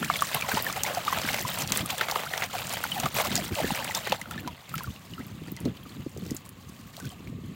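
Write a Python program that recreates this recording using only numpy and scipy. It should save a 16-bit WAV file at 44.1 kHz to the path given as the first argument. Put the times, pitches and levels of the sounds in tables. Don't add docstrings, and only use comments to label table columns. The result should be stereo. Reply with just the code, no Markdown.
import sys
import numpy as np
from scipy import signal
from scipy.io import wavfile
from scipy.ndimage import uniform_filter1d

SR = 44100
rng = np.random.default_rng(int(sys.argv[2]) if len(sys.argv) > 2 else 0)


def store_pcm(level_fs):
    pcm = np.round(np.clip(level_fs, -1, 1) * 32767).astype(np.int16)
    wavfile.write(sys.argv[1], SR, np.atleast_2d(pcm).T)


N = 332947

# frequency in Hz, gain in dB.
RIVER_COLOUR = [(150, -12), (480, 8), (850, -2.5), (1150, 11), (1430, -4), (1800, 2), (3000, 1.5),
                (4400, -3.5), (5700, -12), (6800, -3), (8500, -10), (12000, -12), (14000, -12),
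                (16000, -14)]
RUMBLE_COLOUR = [(20, -59), (35, -18), (55, -7.5), (80, -1.5), (140, 2), (200, -1), (300, -15.5),
                 (500, -31), (1000, -77.5)]
FLUTTER_COLOUR = [(80, -32.5), (160, -2), (240, 3), (340, -4), (500, -15), (800, -40), (1600, -50)]
LARGE_COLOUR = [(250, -11.5), (420, -7.5), (560, -5), (800, -2.5), (1200, -6.5), (1600, -11.5),
                (2600, -4.5)]
SMALL_COLOUR = [(800, -24.5), (1300, -4.5), (1900, 0.5), (2700, 0), (3800, -2.5), (5000, -11.5),
                (8000, -21)]
SPRAY_COLOUR = [(2800, -4), (4500, 2.5), (6000, 2), (7200, 4.5), (9000, 1.5), (11000, -2), (13500, -3),
                (16000, -3.5)]
SLAP_COLOUR = [(200, -26.5), (420, 3.5), (650, 7), (1300, 3.5), (2100, 3), (3000, 0), (4500, -8.5),
               (8000, -11.5), (16000, -16)]

# time in seconds, wind strength in dB.
BREEZE = [(0, -36), (.3, -45), (.65, -39.5), (.9, -41), (1.2, -39.5), (1.8, -38), (1.95, -44), (2.5, -44),
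          (3.0, -37.5), (3.4, -43), (3.9, -40), (4.4, -52.5), (4.65, -54), (5.0, -46.5), (5.4, -38.5),
          (5.8, -42.5), (6.1, -46), (6.5, -45.5), (6.9, -45), (7.15, -46.5), (7.55, -36)]
# peak time in seconds, length in seconds, wind strength in dB.
GUSTS = [(0.01, 0.13, -33.5), (0.355, 0.034, -32), (0.549, 0.046, -28), (1.204, 0.12, -34),
         (1.44, 0.12, -34), (1.654, 0.25, -36), (1.813, 0.092, -31), (3.05, 0.051, -28),
         (3.158, 0.076, -34), (3.362, 0.28, -29.5), (3.526, 0.054, -25.5), (3.644, 0.11, -27.5),
         (3.71, 0.039, -31), (4.114, 0.047, -38), (4.407, 0.34, -35.5), (4.76, 0.19, -36.5),
         (4.887, 0.094, -35), (5.128, 0.047, -36.5), (5.197, 0.06, -33), (5.514, 0.21, -49),
         (5.669, 0.12, -26.5), (5.898, 0.11, -39), (5.987, 0.11, -32.5), (6.067, 0.018, -33.5),
         (6.221, 0.16, -31.5), (6.303, 0.13, -35.5), (6.692, 0.13, -41), (7.056, 0.094, -30.5),
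         (7.3, 0.44, -36.5)]
# peak time in seconds, length in seconds, wind strength in dB.
LEE_GUSTS = [(.04, 0.091, -44), (0.7, 0.074, -48), (3.086, 0.24, -50), (4.15, 0.15, -48),
             (4.428, 0.19, -43), (5.95, 0.82, -53.5), (7.316, 0.13, -50)]
LEE_DB = -61.5
# start in seconds, width of the dying bell curve in seconds, level in dB, first pitch in Hz.
EDDIES = [(0.539, 0.0048, -15.5, 383), (0.55, .006, -20, 229), (1.243, 0.0056, -15, 340),
          (3.283, .005, -18, 360), (3.344, 0.0038, -20, 400), (3.422, 0.0044, -20, 360),
          (3.506, 0.0048, -21, 368), (3.643, 0.0039, -9.5, 467), (3.717, 0.0084, -14, 234),
          (4.098, 0.014, -23, 300), (4.219, 0.0086, -25.5, 260), (4.358, 0.008, -21, 300),
          (4.761, 0.0087, -20, 217), (4.878, 0.013, -18.5, 169), (5.417, 0.0068, -24.5, 400),
          (5.52, 0.0047, -16, 290), (5.655, 0.011, -15.5, 555), (5.673, 0.0058, -19, 556),
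          (5.68, 0.013, -14.5, 220), (5.861, 0.0062, -28, 348), (5.964, 0.0074, -20, 298),
          (6.063, 0.007, -15.5, 360), (6.164, 0.0042, -24, 470), (6.18, 0.0046, -25, 490),
          (6.262, 0.005, -23, 470), (6.28, 0.0052, -24, 260), (6.314, 0.0066, -13, 330),
          (6.343, 0.0052, -19.5, 403), (7.328, .005, -29.5, 506)]
EDDY_SAG_PER_S, EDDY_ROUGH = 48, 0.3

# start in seconds, length in seconds, level in dB, extra large bubbles in dB, extra spray in dB.
SHAKES = [(.02, 0.35, -36.5, -6, 0.5), (.335, 0.14, -37, 2, -3.5), (.48, 0.12, -32, 0, -0.5),
          (.63, 0.18, -37, 3, -2), (.83, 0.17, -40, 9, -2), (1.06, 0.24, -32.5, 0, -1.5),
          (1.27, 0.14, -32.5, -1.5, 0), (1.47, 0.23, -34, 0, 0.5), (1.72, 0.094, -32, -0.5, -0.5),
          (1.885, 0.041, -31.5, -3.5, -2.5), (1.98, 0.058, -31.5, -1, -13), (2.085, 0.13, -38.5, 8.5, -11),
          (2.30, 0.14, -38, 3, -6), (2.53, 0.1, -36, 1, -1.5), (2.70, 0.047, -33, 3, -2),
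          (2.78, 0.17, -42, -6, 2), (2.94, 0.127, -35, 3, -6), (3.15, 0.062, -30, 4.5, 3.5),
          (3.235, 0.036, -31.5, 8, 3), (3.29, 0.11, -33.5, -9, 0), (3.43, 0.064, -38.5, -14, 2.5),
          (3.54, 0.23, -32.5, -16, -1.5), (3.74, 0.15, -34, 0.5, -12), (3.945, 0.029, -34, 6.5, 2),
          (4.05, 0.086, -32.5, -11, -13)]
# start in seconds, length in seconds, level in dB, extra large bubbles in dB, extra spray in dB.
DIPS = [(4.16, 0.032, -48, -7, -17), (4.178, 0.16, -54.5, 13, -15), (4.306, 0.093, -43, -6, -5),
        (4.42, 0.11, -52, 7.5, -24), (4.688, 0.17, -50.5, -11, 3.5), (4.852, 0.091, -54.5, -9, 3),
        (5.185, 0.12, -51.5, -3, -3), (5.424, 0.07, -49, -9, -2), (5.582, 0.12, -48.5, -14, -9),
        (5.738, 0.071, -53.5, -1, -1), (5.86, 0.163, -51.5, -16, -0.5), (6.193, 0.21, -52, -18, 0.5),
        (6.444, 0.026, -58.5, 17, -10), (6.927, 0.2, -52.5, -6, 3), (7.18, 0.12, -55, -7, -3)]
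ATTACK_S, CLIMB_DB_PER_S, RELEASE_S = 0.0027, 4, 0.015
# centre in seconds, depth in dB (negative lifts the level a little).
LULLS = [(.067, 4), (.562, -0.5), (.452, 1.5), (1.035, 0), (1.568, 5), (1.671, 8), (1.845, 4), (2.405, -1),
         (2.485, 7), (3.105, 4), (3.505, 4.5), (4.02, 1.5), (4.113, 4)]
LULL_S = 0.02
SHAKING_ENDS_S, CHURN_DB = 4.16, -39.5
# time in seconds, level in dB, extra spray in dB.
TRICKLE = [(4.2, -55, -2.5), (4.45, -50, -10), (4.57, -49.5, -5), (4.63, -50.5, -3), (5.0, -52, 2.5),
           (5.35, -53, -0.5), (5.72, -58, -5), (5.95, -58, -2), (6.2, -57, 7.5), (6.42, -56, -11),
           (6.6, -58, 3.5), (6.8, -56, 5.5), (7.15, -58.5, 0), (7.37, -62, 1), (7.55, -56.5, 3)]
LARGE_DB, SMALL_DB, SPRAY_DB = -3, .5, 1.5
PLOPS_PER_S, PLOP_CYCLES, PLOPS_DB = 40, 3.2, -8.5
KNOCKS_PER_S, KNOCK_S, KNOCK_SPREAD_DB, KNOCKS_DB = 130, .0013, 4.6, -3.5

# start in seconds, level in dB, decay time in seconds,
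# left minus right in dB.
SLAPS = [(0.027, -22.5, 0.0033, 0), (0.345, -24.5, 0.026, 22), (0.423, -35, 0.02, 10),
         (0.515, -25.5, 0.012, 1), (0.57, -26.5, 0.013, -2), (0.763, -27, 0.01, -2), (0.863, -29, 0.057, 2),
         (0.973, -30, .009, 2), (1.341, -21.5, 0.0048, 4), (1.574, -23, 0.0038, -3),
         (1.618, -24, 0.0052, 1), (1.72, -25, 0.0069, -5), (1.76, -20, 0.0039, -9),
         (2.01, -16.5, 0.0057, 6), (2.085, -20.5, 0.0044, -1), (2.098, -20.5, .0046, 7),
         (2.157, -17.5, 0.0054, 2), (2.193, -24.5, 0.0074, 0), (2.235, -23, 0.0033, 1),
         (2.3372, -21.5, 0.0033, -4), (2.378, -20.5, 0.0037, 4), (2.421, -24.5, 0.017, -2),
         (2.435, -26, 0.013, 6), (2.77, -22.5, 0.0051, -2), (3.034, -21.5, 0.0062, -1),
         (3.057, -20.5, 0.0047, 7), (3.185, -18, 0.0086, -7), (3.199, -21, 0.015, 11),
         (3.876, -28, .003, 2), (4.071, -22.5, 0.0053, 1), (4.1219, -14.5, 0.0021, -6),
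         (4.146, -29, 0.0072, 3), (4.3108, -32, 0.0027, 0), (4.476, -30.5, 0.0061, 2),
         (4.782, -39, 0.0023, 1), (6.335, -54, 0.0039, 4), (7.0, -37, .003, 5)]
# start in seconds, level in dB, starting pitch in Hz,
# decay setting in seconds, left minus right in dB.
BUBBLES = [(0.029, -9, 1390, 0.0016, 5), (0.1, -1.5, 1210, 0.0021, -7), (0.103, -18, 743, 0.006, 6),
           (0.108, -15, 2300, .004, 3), (0.139, -10, 3580, 0.0029, 9), (0.1566, -3.5, 2270, 0.0025, 5),
           (0.1905, -10.5, 3480, 0.0014, 24), (0.2214, -3, 1190, 0.003, 1), (0.299, -23, 1220, .003, 3),
           (0.314, -24, 990, 0.0034, 1), (0.445, -19.5, 1050, 0.0049, 5), (0.344, -5, 2730, 0.0016, 10),
           (0.349, -21, 900, 0.0069, 5), (0.368, -14, 1100, 0.0035, 7), (0.422, -8, 2410, 0.0026, 10),
           (0.5155, -10.5, 1610, 0.0031, -5), (0.523, -17, 2400, 0.0049, 0), (0.5712, -7, 940, 0.0043, 7),
           (0.577, -11, 3200, 0.0016, -1), (0.6655, -9, 1840, 0.0032, 0), (0.699, -12, 1210, 0.0022, -16),
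           (0.571, -19, 550, 0.0036, 1), (0.7035, -8.5, 3530, 0.0017, 0), (0.7305, -19, 1507, 0.0014, -4),
           (0.7645, -17, 2410, .002, -2), (0.7702, -18, 792, 0.0078, 4), (0.85, -10.5, 2070, .0018, 3),
           (0.8632, -7, 2290, 0.002, 13), (0.8669, -22, 847, 0.015, 4), (0.9046, -18, 593, 0.0041, 1),
           (0.9716, -14.5, 754, 0.0089, 2), (1.0784, -6.5, 1246, 0.0042, 4), (1.1265, -5, 1100, 0.0026, 8),
           (1.172, -12.5, 1330, 0.003, 5), (1.385, -8, 2300, 0.0011, 1), (1.1735, -19, 690, 0.0065, 2),
           (1.288, -6.5, 2240, 0.0023, 6), (1.343, -5.5, 2140, 0.0017, 4), (1.1445, -15, 1630, 0.0018, 5),
           (1.2345, -14, 2860, .002, 5), (1.386, -19.5, 910, 0.0028, -2), (1.5175, -13, 3150, 0.0017, -2),
           (1.855, -20.5, 1240, 0.0028, 4), (1.902, -9, 2450, 0.0013, -5), (2.0365, -12, 2770, .002, 2),
           (2.0855, -10, 2170, 0.0015, 3), (2.583, -11.5, 2330, 0.0026, 3), (2.852, -18.5, 870, 0.0026, 6),
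           (3.0835, -21, 2320, .002, 1), (3.1475, -14, 2690, 0.0016, 6), (3.5245, -15, 2330, 0.0013, 1),
           (1.4497, -15, 1040, 0.0045, 4), (1.72, -2, 3040, 0.00082, 11), (2.01, -6.5, 1364, 0.0024, -17),
           (2.0119, -5, 3000, 0.002, 0), (2.0129, -3.5, 1850, 0.0014, 12), (2.121, -12, 840, 0.0022, 1),
           (2.1587, -9.5, 1260, 0.0019, -9), (2.3353, -8, 1910, 0.0022, 0), (2.422, -4, 2020, 0.0011, 9),
           (2.435, -8, 2000, 0.0018, 17), (2.84, -4, 1460, 0.0011, 1), (2.897, -23, 2950, .0015, 9),
           (2.9177, -10.5, 3100, 0.0052, 15), (3.0317, -14, 780, 0.0035, 11), (3.0589, -8, 1260, 0.0038, 3),
           (3.0637, -8, 700, 0.0013, 2), (3.1673, -6, 2520, .0018, 6), (3.199, -11, 2190, 0.002, 19),
           (3.25, -15, 1080, 0.0023, 3), (3.316, -8, 3700, 0.0018, 7), (3.3508, -15, 3740, 0.005, -5),
           (3.3794, -21, 754, 0.013, 0), (3.585, -17, 898, 0.012, -15), (3.6011, -12, 660, 0.0039, 0),
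           (3.6464, -16, 1820, 0.0052, 8), (3.705, -12.5, 866, 0.0043, 5), (3.897, -18, 902, 0.0035, 2),
           (3.909, -13.5, 2060, 0.0037, 10), (4.101, -22, 1700, 0.0019, -2),
           (3.9458, -13.5, 3620, 0.0082, 8), (4.1202, -10.5, 3670, 0.0022, 19),
           (4.1208, 0.5, 2740, 0.00099, -24), (4.1239, -15, 528, 0.0046, -1), (4.125, -2.5, 870, 0.002, 6),
           (4.215, -11, 2100, 0.0014, 4), (4.257, -17, 1420, 0.0016, 6), (4.3105, -18, 1390, 0.0034, 8),
           (4.3444, -30, 1370, .0053, -3), (4.334, -27, 3670, .004, 11), (4.447, -29, 1440, 0.0033, -6),
           (4.378, -18.5, 1780, 0.0046, 3), (4.3775, -23, 3750, .0015, 18), (4.3944, -24, 2680, 0.0022, 18),
           (4.475, -18, 1008, 0.0068, 3), (4.528, -28, 2710, .002, 8), (4.595, -35, 1100, 0.0016, 5),
           (4.677, -30, 2220, .0025, 5), (4.6935, -16, 2800, 0.0015, 1), (4.797, -28, 1690, .005, 8),
           (4.74, -14, 1350, 0.0049, 3), (4.7553, -9.5, 2400, 0.00065, 0), (4.781, -7, 2310, 0.0007, -1),
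           (4.806, -24, 1110, 0.0071, 7), (4.8416, -23.5, 1420, 0.0039, 9), (4.873, -26.5, 1200, 0.0049, 8),
           (4.908, -32, 3500, .003, 11), (4.961, -22, 2840, 0.0016, 10), (5.482, -27, 1880, 0.0018, 1),
           (5.1356, -20, 2970, 0.0024, 11), (5.1793, -26.5, 1343, 0.0072, -1),
           (5.571, -22, 2070, 0.0024, -1), (5.6566, -21.5, 4200, 0.0016, 14),
           (5.771, -27.5, 3150, .002, 15), (5.854, -33.5, 1284, 0.0078, 1), (5.831, -32, 3270, .003, 14),
           (5.892, -33, 4260, 0.0049, 2), (5.922, -31, 3440, .003, 6), (6.3, -30, 2000, 0.0033, 6),
           (7.003, -31, 1570, 0.0085, 16), (7.046, -34, 1520, 0.008, 9), (7.07, -28, 3400, 0.0035, 10),
           (7.065, -26, 2560, .0024, 5), (7.102, -26, 3200, 0.0034, 15), (7.122, -33, 760, 0.007, 2),
           (7.273, -24, 2330, 0.0017, 5)]
PINCH_DB, PINCH_S, PINCH_RISE_S = -11, .001, .0005
SPLASH_DB, SPLASH_S = -24.5, .013
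BEND_PER_S, BEND_SPREAD, WOBBLE, WOBBLE_S = -2.5, 2.5, .27, .002
# start in seconds, length in seconds, level in dB,
# first pitch in Hz, last pitch in Hz.
GULPS = [(0.035, 0.019, -31.5, 1460, 2640), (1.083, 0.011, -41, 1220, 1720), (1.453, 0.015, -39, 990, 1360),
         (0.573, 0.023, -29.5, 1064, 1005), (1.908, 0.054, -35, 867, 633),
         (2.261, 0.017, -32.5, 1120, 1600), (2.333, 0.052, -40, 862, 580), (2.53, 0.047, -34.5, 850, 604),
         (2.95, 0.048, -32.5, 868, 664), (3.189, 0.045, -29, 920, 523), (3.561, 0.054, -32.5, 641, 471),
         (3.567, 0.046, -39, 1095, 885), (3.764, 0.073, -37, 1043, 811), (3.778, 0.04, -38, 621, 490),
         (5.19, 0.036, -47, 1220, 2380), (5.567, 0.052, -52, 890, 970), (6.976, 0.0091, -41.5, 735, 626),
         (6.983, 0.022, -46, 644, 1570), (7.036, 0.029, -56, 1360, 1930)]
# start in seconds, starting level in dB,
# centre in Hz, left minus right in dB.
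TICKS = [(0.221, -15.5, 9600, 1), (0.3463, -10, 11100, -3), (0.624, -16, 13800, -14), (0.8346, -7, 7750, 0),
         (0.046, -17, 7400, -4), (0.208, -17.5, 6040, 1), (0.411, -17, 4020, 11), (0.544, -18, 7190, -5),
         (0.645, -17.5, 14400, -7), (0.7265, -16.5, 6770, -13), (1.05, -19.5, 4070, -2),
         (1.331, -17, 4240, -1), (2.44, -18, 5700, -12), (2.694, -18.5, 6980, 1), (3.845, -15.5, 8110, 0),
         (0.9484, -17.5, 6100, 3), (1.4245, -19, 12900, -8), (1.675, -17, 5700, 8),
         (3.1438, -17.5, 13200, -1), (1.3432, -17.5, 5900, 1), (1.5875, -15.5, 8250, -2),
         (1.6214, -15, 5900, 1), (1.721, -6.5, 7250, -2), (1.773, -8, 8650, 0), (1.8598, -17, 10200, 19),
         (1.981, -17.5, 7850, 2), (2.0117, -27, 3480, 0), (2.3766, -17.5, 5800, -3),
         (2.1126, -13, 5570, -2), (2.737, -15.5, 9650, -4), (2.838, -15, 11500, -8),
         (2.9795, -24, 10400, -5), (3.0002, -12, 7200, 2), (3.355, -6, 6570, -2), (3.364, -10, 5830, 11),
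         (3.377, -14, 4900, 2), (3.551, -19, 6900, 2), (4.097, -21, 5530, 7), (0.27, -21, 4240, -7),
         (1.412, -16.5, 6160, -3), (1.48, -19, 7840, -6), (2.67, -17, 7240, 2), (3.9492, -8, 6360, 2),
         (3.952, -17, 5800, 0), (4.1243, -17, 3900, 16), (4.214, -23, 7200, 20), (4.31, -23, 7860, 3),
         (4.405, -31, 14800, -4), (4.7405, -28, 14000, -4), (4.476, -24, 4530, 11), (4.693, -28, 8200, -7),
         (4.754, -21.5, 11700, -9), (4.7796, -22.5, 6200, -3), (4.8344, -23, 11300, -1),
         (5.2667, -35, 12600, -7), (5.5182, -27, 14300, -7), (5.565, -23.5, 5700, 0),
         (5.6034, -28.5, 10200, 3), (5.653, -27, 5400, 5), (5.769, -36, 4400, 0), (5.835, -37, 15000, -6),
         (6.094, -36, 7200, 1), (6.1745, -29, 7450, -2), (6.2515, -36, 7100, 0), (6.264, -30.5, 5590, 1),
         (6.277, -37, 4960, -6), (6.3215, -35, 6000, 6), (6.371, -30, 8500, -2), (6.453, -35, 8250, 6),
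         (6.461, -35, 8600, 12), (6.936, -42, 4310, 8), (7.092, -31, 7580, 2), (6.3078, -21.5, 6500, 0),
         (6.3477, -25, 12500, -5), (6.3661, -20.5, 6900, 3), (6.4915, -27, 10400, 5), (6.967, -27, 5100, 2),
         (7, -26.5, 7460, -1), (7.043, -44, 5000, 0), (7.054, -28.5, 6750, 1), (7.07, -39, 5500, -2)]
CRACK_S, PATTER_S, PATTER = 0.00065, 0.0073, 0.083

EDGE_HZ = 16000


def amp(db):
    return 10 ** (np.asarray(db) / 20)


def evened(x):
    return x / np.sqrt(np.mean(x ** 2) + 1e-20)


def follow(table):
    s, *columns = np.transpose(table)
    return [np.interp(np.arange(N) / SR, s, c) for c in columns]


def sides(pan_db):
    pair = np.array([amp(pan_db / 2), amp(-pan_db / 2)]).reshape(2, -1)
    return pair / np.sqrt(np.mean(pair ** 2, axis=0))


def add(mix, s, sound):
    part = mix[:, max(round(s * SR), 0):][:, :sound.shape[1]]
    part += sound[:, :part.shape[1]]


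def colour(x, spectrum, size=4096):
    hz, db = np.transpose(spectrum)
    bins_hz = abs(np.fft.fftfreq(size, 1 / SR)) + 1
    log_gain = np.log(amp(np.interp(np.log(bins_hz), np.log(hz), db)))
    response = np.exp(np.conj(signal.hilbert(log_gain)))
    taps = np.fft.ifft(response).real[:size // 2]
    return signal.oaconvolve(x, taps[None], axes=1)[:, :x.shape[1]]


def noise_pair(likeness, size):
    a, b = rng.standard_normal((2, size))
    c = np.clip(likeness, -1, 1)
    return np.array([a, c * a + np.sqrt(1 - c * c) * b])


def unsteady(seconds):
    size = max(int(seconds * SR), 3)
    smooth = uniform_filter1d(rng.standard_normal(N), size)
    return evened(uniform_filter1d(smooth, size // 3))


def ring(hz, decay, rise, bend, lag, size=2000):
    late = np.array([[max(lag, 0)], [max(-lag, 0)]])
    t = np.maximum(np.arange(size) / SR - late, 0)
    fade = 0.68 * np.exp(-(t / (1.6 * decay)) ** 1.3) + .07 * np.exp(-t / (2.5 * decay))
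    return np.sin(2 * np.pi * hz * t * (1 + bend * t)) * fade * (1 - np.exp(-t / rise))


def swarm(low_hz, high_hz, per_s, cycles, spread_db, count=26):
    out, born = np.zeros((2, N)), int(per_s * N / SR / count)
    for k, hz in enumerate(np.geomspace(low_hz, high_hz, count)):
        starts = rng.integers(0, N, (born, 1))
        sizes = amp(spread_db * np.minimum(rng.exponential(1, (born, 1)), 3.5))
        decay = cycles / hz * rng.uniform(.7, 1.6)
        bend, lag = rng.uniform(-0.5, 3.8), rng.uniform(-0.000087, 0.000335)
        tone = ring(hz, decay, 1 / hz, bend, lag, size=int(5 * decay * SR))
        tone = tone / np.linalg.norm(tone) * np.sqrt(hz) * sides(8 * (-1) ** k * rng.random())
        places = (starts + np.arange(tone.shape[1])).ravel()
        out += [np.bincount(places, (sizes * port).ravel(), N)[:N] for port in tone]
    return evened(out)


def river():
    trickles = swarm(700, 9000, per_s=500, cycles=4, spread_db=3.5, count=20)
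    flow = noise_pair(.1, N) + .3 * trickles
    return evened(colour(flow, RIVER_COLOUR)) * amp(-49.5 + .5 * unsteady(0.066)) * sides(1.0)


def gusting(steady_db, table):
    power = np.ones((1, N)) * amp(steady_db) ** 2
    for s, length, db in table:
        from_peak = np.clip((np.arange(N) / SR - s) / length, -.5, .5)
        power += (amp(db) * np.cos(np.pi * from_peak)) ** 2
    return np.sqrt(power[0])


def wind():
    strength = np.array([gusting(LEE_DB, LEE_GUSTS), gusting(follow(BREEZE)[0], GUSTS)])
    buffets = amp(3.8 * unsteady(.012))
    rumble = evened(colour(noise_pair(0, N), RUMBLE_COLOUR))
    rumble = rumble * strength ** 0.83 * amp(-2.0 + 2.23 * unsteady(0.03))
    flutter = evened(colour(noise_pair(0, N), FLUTTER_COLOUR))
    flutter = flutter * strength ** 1.304 * amp(10.0) * buffets
    return rumble + flutter + eddies()


def surges(table):
    t, power = np.arange(SR) / SR, np.zeros((3, N))
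    for s, length, db, large_db, spray_db in table:
        drain = np.exp(-np.maximum(t - length, 0) / RELEASE_S)
        shape = np.minimum(t / ATTACK_S, 1) * amp(CLIMB_DB_PER_S * t) * drain
        add(power, s, np.outer(amp([db + large_db, db, db + spray_db]), shape) ** 2)
    return np.sqrt(power)


def lulls():
    t = np.arange(N) / SR
    return amp(-sum(db * np.exp(-((t - s) / LULL_S) ** 2) for s, db in LULLS))


def knocks(count=8):
    out, t = np.zeros((2, N)), np.arange(int(6 * KNOCK_S * SR)) / SR
    for _ in range(count):
        strengths = amp(KNOCK_SPREAD_DB * np.minimum(rng.exponential(1, N), 2))
        hits = (rng.random(N) < KNOCKS_PER_S / count / SR) * strengths
        burst = noise_pair(.7, len(t)) * np.sqrt(t / KNOCK_S) * np.exp(-t / KNOCK_S)
        out += signal.oaconvolve(hits[None], burst, axes=1)[:, :N]
    return evened(colour(out, SLAP_COLOUR))


def slosh():
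    shaking = np.exp(-np.maximum(np.arange(N) / SR - SHAKING_ENDS_S, 0) / RELEASE_S)
    trickle_db, fizz_db = follow(TRICKLE)
    between = amp(CHURN_DB) * shaking + amp([trickle_db, trickle_db, trickle_db + fizz_db])
    large_gain, small_gain, spray_gain = np.hypot(surges(SHAKES + DIPS), between) * lulls()
    spurts = unsteady(0.015)

    snap_sizes = amp(3.5 * np.minimum(rng.exponential(1, N), 3))
    snaps = evened((rng.random(N) < 350 / SR) * rng.standard_normal((2, N)) * snap_sizes)

    large = swarm(480, 1700, per_s=520, cycles=2.7, spread_db=3.2) + .6 * noise_pair(.45, N)
    small = swarm(1200, 5200, per_s=1000, cycles=2.8, spread_db=3.8) + .72 * noise_pair(.1, N) + .5 * snaps
    spray = swarm(3800, 15500, per_s=1400, cycles=4.5, spread_db=5.5) + 1.15 * noise_pair(0, N) + .8 * snaps
    plops = swarm(650, 4000, per_s=PLOPS_PER_S, cycles=PLOP_CYCLES, spread_db=2.5)
    return (evened(colour(large, LARGE_COLOUR)) * large_gain * amp(LARGE_DB + 2.0 * spurts) * sides(1.0)
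            + evened(colour(small, SMALL_COLOUR)) * small_gain * amp(SMALL_DB + 0.23 * spurts) * sides(4.4)
            + evened(colour(spray, SPRAY_COLOUR)) * spray_gain * amp(SPRAY_DB + 2.2 * spurts) * sides(-.3)
            + knocks() * small_gain * amp(KNOCKS_DB) * sides(1.7)
            + plops * small_gain * amp(PLOPS_DB) * sides(4.3))


def slaps(size=2400):
    out, t = np.zeros((2, N)), np.arange(size) / SR
    for s, db, decay, pan_db in SLAPS:
        burst = colour(noise_pair(0.36, size) * np.exp(-t / decay), SLAP_COLOUR)
        add(out, s, amp(db) * sides(pan_db) * evened(burst) * np.sqrt(decay / t[-1]))
    return out


def bubbles(size=2600):
    out, t = np.zeros((2, N)), np.arange(size) / SR
    swell = 1 - np.exp(-(t / PINCH_RISE_S) ** 2)
    splash = swell * (amp(PINCH_DB) * np.exp(-t / PINCH_S) + amp(SPLASH_DB) * np.exp(-t / SPLASH_S))
    for s, db, hz, decay, pan_db in BUBBLES:
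        bend = BEND_PER_S + BEND_SPREAD * rng.uniform(-0.96, 1)
        rough = rng.standard_normal((2, size))
        wobble = evened(uniform_filter1d(rough, int(WOBBLE_S * SR), mode="wrap"))
        tone = ring(hz, decay, rise=0.00064, bend=bend, lag=0.00015, size=size) * (1 + WOBBLE * wobble)
        band = [(hz / 4, -26), (hz * .7, -4), (hz * 1.2, 0), (hz * 2.2, -8), (hz * 5, -26), (hz * 10, -42)]
        fizz = evened(colour(noise_pair(0.14, size), band, size=512))
        add(out, s, amp(db) * sides(pan_db) * (tone + fizz * splash))
    return out


def gulps():
    out = np.zeros((2, N))
    for s, length, db, first_hz, last_hz in GULPS:
        size = int(length * SR)
        wobble = evened(uniform_filter1d(rng.standard_normal(SR), 150))[:size]
        pitch_hz = np.linspace(first_hz, last_hz, size) * (1 + .04 * wobble)
        turns = np.cumsum(pitch_hz) / SR
        note = np.sin(2 * np.pi * turns) * (1 + .35 * wobble) * signal.windows.tukey(size, .7)
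        add(out, s, amp(db) * sides(0.84) * evened(note))
    return out


def ticks(size=900):
    out, t = np.zeros((2, N)), np.arange(size) / SR
    fade = (np.exp(-t / CRACK_S) + PATTER * np.exp(-t / PATTER_S)) * (1 - np.exp(-t / 0.0005))
    loudness = np.sqrt(np.mean(fade ** 2)) / fade.max()
    for s, db, hz, pan_db in TICKS:
        band = [(hz / 8, -32), (hz / 2, -13), (hz, 0), (hz * 2, -15)]
        crack = colour(noise_pair(0.015, size), band, size=512) * fade
        add(out, s, amp(db) * sides(pan_db) * evened(crack) * loudness)
    return out


def eddies(size=2400):
    out, t = np.zeros((2, N)), np.arange(size) / SR
    for s, decay, db, hz in EDDIES:
        push = np.sin(2 * np.pi * np.cumsum(hz * np.exp(-EDDY_SAG_PER_S * t)) / SR)
        band = [(hz / 4, -3), (hz, 0), (hz * 2, -14), (hz * 4, -45), (hz * 8, -70)]
        swirl = evened(colour(noise_pair(0, size), band, size=1024))[0]
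        shape = (1 - np.exp(-(t * hz * 2) ** 2)) * np.exp(-(t / decay) ** 2 / 2)
        add(out, s, amp(db) * np.outer([0, 1], (push + EDDY_ROUGH * swirl) * shape))
    return out


def scene():
    grit = ticks()
    grit = grit + .12 * grit[::-1]
    return river() + wind() + slosh() + slaps() + bubbles() + gulps() + grit


def record(dry):
    left_colour = [(1000, -4.0), (4500, -4.5), (7500, -7.5), (10000, -5.5), (14000, -6.5)]
    right_colour = [(1000, -4.0), (4500, -6.0), (7500, -6.5), (10000, -12.0), (14000, 0.0)]
    both = np.vstack([colour(dry[:1], left_colour, size=512), colour(dry[1:], right_colour, size=512)])
    both = signal.sosfilt(signal.butter(3, 42, "high", fs=SR, output="sos"), both)
    edge = signal.firwin(601, EDGE_HZ, window=("kaiser", 8), fs=SR)
    return signal.oaconvolve(both, edge[None], "same", axes=1)


dry = scene()
out = record(dry)
store_pcm(out)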